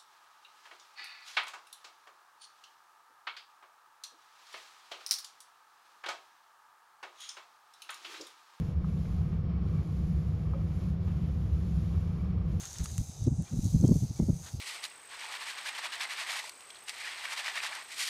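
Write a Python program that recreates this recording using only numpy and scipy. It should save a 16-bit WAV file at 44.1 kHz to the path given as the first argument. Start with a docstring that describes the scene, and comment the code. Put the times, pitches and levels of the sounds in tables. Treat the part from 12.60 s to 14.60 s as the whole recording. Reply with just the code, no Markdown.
"""Skewered meat sizzles on a small charcoal grill in a dry field: countless fat bubbles burst into a hiss.
At first a few drops spit, something dry rustles and a steel skewer ticks as the cook moves it.
Near 0.8 s the hiss sinks; after 1 s it recovers with more spits, and the skewers ring faintly.
Eddies of a breeze thump the microphone throughout, hardest from 1.1 to 1.7 s. A last rustle follows."""
import sys
import numpy as np
from scipy import signal
from scipy.fft import rfft, irfft
from scipy.io import wavfile
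from scipy.ndimage import uniform_filter1d

SR = 44100
rng = np.random.default_rng(int(sys.argv[2]) if len(sys.argv) > 2 else 0)


def waveform_to_disk(signal):
    """Save audio, clipped to [-1, 1], as 16-bit WAV at the path in sys.argv[1]."""
    frames = np.transpose(np.atleast_2d(signal))
    scaled = np.clip(frames, -1, 1) * 32767
    samples = np.round(scaled).astype(np.int16)
    wavfile.write(sys.argv[1], SR, samples)


N = 88200
T = np.arange(N) / SR
HZ = np.maximum(np.arange(N // 2 + 1) * SR / N, 1)
TOP_HZ, FLUTTER_HZ, EDDY_ORDER = 15550, 300, 3.625


# Spectrum of bursting fat: f/Hz, relative level/dB
FAT_SPECTRUM = [(1000, -33), (2200, -14.5), (3100, -15), (3900, -8.5), (5300, -6), (5850, -2.5), (6350, 2),
                (7000, -5), (8200, -10), (9600, -13.5), (11300, -32.5), (12800, -31), (14000, -40.5),
                (15500, -42)]
# Course of the hiss: t/s, then relative level/dB of the main, lower and treble bands
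HISS_LEVELS = [(0, -45, -57, -61.5), (.15, -47.5, -56.5, -66), (.39, -49, -57, -64), (.44, -51, -60, -64),
               (.665, -53.5, -59, -73), (.69, -55.5, -68.5, -75), (.82, -52.5, -65.5, -82),
               (.85, -53, -66, -74), (.96, -52.5, -61, -68), (1.05, -48.5, -56.5, -60.5),
               (1.22, -51.5, -59.5, -65.5), (1.39, -49, -58, -60), (1.5, -54, -58.5, -67.5),
               (1.73, -53.5, -61.5, -67.5), (1.87, -47, -59.5, -61.5), (2, -60, -61, -71)]
def sizzle(bubbles_per_s=4000, lower_hz=5870, treble_hz=10680):
    """Shot noise: bubbles of uneven size burst at random and merge with smooth steam into a hiss."""
    sizes = undb(np.minimum(2 * rng.exponential(size=N), 13.5))
    bubbles = (rng.random(N) < bubbles_per_s / SR) * sizes * np.sign(noise())
    steam = 0.31 * noise()
    hiss = flicker(colour(unit(bubbles) + steam, FAT_SPECTRUM))
    below_main, below_treble = lowpass(hiss, lower_hz, 20), lowpass(hiss, treble_hz, 20)
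    main = unit(below_treble - below_main) * waver(db=.8, seconds=.012)
    lower = unit(unit(below_main) + .38 * resonance())
    treble = unit((hiss - below_treble) * waver(db=2, seconds=.0006))
    return (main * undb(curve(HISS_LEVELS) - 4)
            + lower * undb(curve(HISS_LEVELS, column=2) - 1)
            + treble * undb(curve(HISS_LEVELS, column=3)))


def flicker(x, band_hz=300):
    """Amplitude modulation: narrow bands waver independently, giving a shifting, rippled colour."""
    spectrum, out = rfft(x), 0
    for k in range(int(TOP_HZ / band_hz) + 2):
        share = np.maximum(1 - np.abs(HZ / band_hz - k), 0)
        out = out + irfft(spectrum * share, N) * waver(db=1.7, seconds=.07)
    return out


# Centre of a resonance in the lower hiss: t/s, f/Hz
RESONANCE_GLIDE = [(0, 3750), (1.1, 3906), (1.35, 4750), (1.85, 4700)]
def resonance(width_hz=750):
    """Narrow-band noise: two slow noises modulate a climbing carrier in quadrature."""
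    shape = 1 / (1 + (2 * HZ / width_hz) ** 2) ** 2
    in_phase, quadrature = (irfft(rfft(noise()) * shape, N) for _ in range(2))
    phase = 2 * np.pi * np.cumsum(curve(RESONANCE_GLIDE)) / SR
    return unit(in_phase * np.cos(phase) + quadrature * np.sin(phase))


# Popping drops of fat: t/s, level/dB before the high-pass
FAT_DROPS = [(0.0543, -33), (0.1304, -34.5), (0.185, -31.5), (0.64, -41), (1.044, -36), (1.062, -38),
             (1.211, -38), (1.261, -40), (1.2787, -34), (1.341, -37.5)]
def spits(decay_s=.0013, low_hz=4900):
    """Impulsive excitation: a larger drop pops at once and dies away as a fine, high tick."""
    crack = unit(colour(noise(), FAT_SPECTRUM)) + .2 * noise()
    pops = sum(undb(db) * burst(crack, strike(at, 1 / SR, decay_s)) for at, db in FAT_DROPS)
    return signal.sosfilt(signal.butter(10, low_hz, "high", fs=SR, output="sos"), pops)


# Spectrum of steel on the rim: f/Hz, relative level/dB
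CONTACT_SPECTRUM = [(1000, 2.5), (2200, -7), (4000, -5), (5200, -5), (6400, 2), (8000, -1.5), (10000, .5),
                    (15000, -11)]
# Ticks and short scrapes: t/s, level/dB, attack/s, decay/s, lower f/Hz, upper f/Hz
CONTACTS = [(.2395, -41, .002, .008, 4500, 11000), (.2574, -34.5, .0003, .002, 700, 6900),
            (.3799, -30.3, .0002, .0016, 1400, 12000), (.8232, -44.5, .0002, .0013, 8000, 15000)]
# Faint modes of the skewers: t/s, f/Hz, level/dB, decay/s
SKEWER_MODES = [(0.862, 2380, -59, .02), (1.245, 3210, -57, .021), (1.562, 2290, -63, .018),
                (1.59, 2120, -65, .035)]
def skewers():
    """Impact and damped vibration: steel ticks and scrapes on the rim; the meat damps its ring."""
    contact = colour(noise(), CONTACT_SPECTRUM)
    ticks = sum(undb(db) * burst(band(contact, low_hz, high_hz, order=4), strike(at, attack, decay))
                for at, db, attack, decay, low_hz, high_hz in CONTACTS)
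    rings = sum(undb(db) * np.sin(2 * np.pi * hz * T) * strike(at, 0.0047, decay)
                for at, hz, db, decay in SKEWER_MODES)
    return ticks + rings


# Spectrum of dry friction: f/Hz, relative level/dB
FRICTION_SPECTRUM = [(300, -16), (800, 0.5), (1600, 4), (2500, -3.5), (3700, 3), (4800, -0.5), (6500, -15),
                     (9000, -25)]
# Rubs of cloth and grass: t/s, level/dB, duration/s
RUBS = [(0.037, -53.5, 0.05), (0.181, -56.5, 0.22), (0.885, -60, 0.081), (1.58, -64.5, 0.037),
        (1.869, -51.5, 0.051)]
def rustles():
    """Friction noise: cloth and grass rub in soft, rough swells."""
    rub = colour(noise(), FRICTION_SPECTRUM) * waver(db=2.5, seconds=0.01)
    return sum(undb(db) * burst(rub, swell(at, length / 2)) for at, db, length in RUBS)


# Eddies striking the microphone: t/s, relative level/dB, duration/s, upper corner f/Hz
EDDIES = [(0.209,-24.5,0.021,129), (0.233,-29.5,0.022,103), (0.332,-37,0.03,102), (0.402,-23.5,0.036,113.4),
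          (0.497,-33,0.0081,120), (.622,-27.5,0.033,115), (0.678,-18.5,0.026,263), (.725,-25,0.026,144),
          (0.807,-24.5,0.043,149), (0.937,-27.5,0.039,191), (0.971,-28,0.025,168), (0.994,-18,0.0091,117),
          (1.058,-22.5,0.052,154), (1.153,-15,0.033,140), (1.223,-23.5,0.046,174), (1.244,-14.5,0.027,250),
          (1.293,-18,0.011,270), (1.318,-12.5,0.019,220), (1.361,-20,0.023,186), (1.434,-23,0.039,163),
          (1.509,-28.5,0.022,151), (1.602,-20.5,0.018,250), (1.628,-22,0.033,182), (1.696,-18,0.024,220),
          (1.729,-23.5,0.011,122), (1.947,-29,0.024,130)]
def buffets(low_hz=66.5):
    """Turbulent pressure: each eddy gives the microphone a slow shove and a briefer, higher flutter."""
    out = 0
    for at, db, length, corner_hz in EDDIES:
        eddy = band(noise(), low_hz, corner_hz, EDDY_ORDER)
        shove = lowpass(eddy, FLUTTER_HZ, 10)
        flutter = eddy - shove
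        for part, width in ((shove, 0.34), (flutter, 0.26)):
            share = np.std(part) / np.std(eddy)
            out = out + undb(db - 1.5) * share * burst(part, swell(at, width * length))
    return out


# Slaps of air in the strongest eddies: t/s, peak level/dB before the band-pass
AIR_PULSES = [(.675, -39), (1.24, -13), (1.25, -9.5), (1.321, -22), (1.6, -13.5), (1.685, -24.5)]
def slaps(decay_s=0.00093, high_hz=815):
    """Pressure transients: strong eddies snap against the microphone port as pointed pulses."""
    pulses = sum(undb(db) * np.exp(-np.abs(T - at) / decay_s) for at, db in AIR_PULSES)
    return band(pulses, FLUTTER_HZ, high_hz, EDDY_ORDER)


# Spectrum of the breeze: f/Hz, relative level/dB
RUMBLE_SPECTRUM = [(20, -38), (40, -3), (80, 9), (170, -0.5), (260, -21.5), (500, -25), (1000, -44),
                   (3000, -75)]
# Course of the breeze: t/s, level/dB
RUMBLE_LEVELS = [(0, -45), (.06, -53.5), (.35, -38.5), (.54, -50.5), (.66, -31.5), (.82, -39.5), (.87, -60),
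                 (.95, -45), (1.3, -25), (1.46, -42), (1.55, -46.5), (1.7, -31), (1.825, -45.5),
                 (1.86, -52), (1.91, -57), (2, -34.5)]
def breeze():
    """Flow noise: a softer rumble rises and falls between the eddies."""
    rumble = colour(noise(), RUMBLE_SPECTRUM)
    running_rms = np.sqrt(smooth(rumble ** 2, 0.062))
    return rumble / running_rms * undb(curve(RUMBLE_LEVELS))


# Spectrum of the quiet field: f/Hz, relative level/dB
FIELD_SPECTRUM = [(60, 0.5), (600, -0.5), (800, 3), (1040, -6.5), (1250, -6.5), (1900, -18.5), (12000, -34)]
def field_air():
    """Stationary noise: the open air sets a faint, dull floor."""
    return undb(-61) * unit(colour(noise(), FIELD_SPECTRUM))


def undb(db):
    """Decibels to gain."""
    return 10 ** (np.asarray(db) / 20)


def unit(x):
    """Scale to rms 1."""
    return x / np.sqrt(np.mean(x ** 2))


def noise():
    """White noise."""
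    return rng.standard_normal(N)


def curve(table, column=1):
    """Linear interpolation of one column in time."""
    rows = np.array(table)
    return np.interp(T, rows[:, 0], rows[:, column])


def colour(x, spectrum):
    """Filter by (f/Hz, level/dB) points."""
    hz, db = np.array(spectrum).T
    return irfft(rfft(x) * undb(np.interp(np.log(HZ), np.log(hz), db)), N)


def lowpass(x, edge_hz, order):
    """Zero-phase low-pass: subtracting it from x leaves the upper band."""
    return irfft(rfft(x) / (1 + (HZ / edge_hz) ** order), N)


def band(x, low_hz, high_hz, order):
    """Band-pass with a second-order lower edge and an upper edge of the given order."""
    return irfft(rfft(x) / np.sqrt((1 + (low_hz / HZ) ** 4) * (1 + (HZ / high_hz) ** (2 * order))), N)


def smooth(x, seconds):
    """Moving average, applied twice."""
    size = max(int(seconds * SR), 1)
    return uniform_filter1d(uniform_filter1d(x, size), size)


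def waver(db, seconds):
    """Random gain of given rms depth and time scale."""
    return undb(db * unit(smooth(noise(), seconds)))


def burst(x, envelope):
    """Noise under an envelope, with the energy of that envelope."""
    shaped = x * envelope
    return shaped * np.sqrt(np.sum(envelope ** 2) / np.sum(shaped ** 2))


def swell(at, width):
    """Gaussian envelope."""
    return np.exp(-.5 * ((T - at) / width) ** 2)


def strike(at, attack, decay):
    """Linear rise and exponential decay."""
    return np.clip((T - at) / attack, 0, 1) * np.exp(-np.maximum(T - at - attack, 0) / decay)


def scene():
    """Superposition: grill, cook, wind and field add in one channel."""
    return (sizzle() + spits() + skewers() + rustles() + buffets() + slaps() + breeze() + field_air())[None]


def record(dry, low_cut_hz=35):
    """Band limiting: the deepest rumble is thinned and the top cut steeply."""
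    thinned = irfft(rfft(dry) / np.sqrt(1 + (low_cut_hz / HZ) ** 2), N)
    return signal.sosfilt(signal.ellip(10, .2, 70, TOP_HZ, fs=SR, output="sos"), thinned)


dry = scene()
out = record(dry)
waveform_to_disk(out)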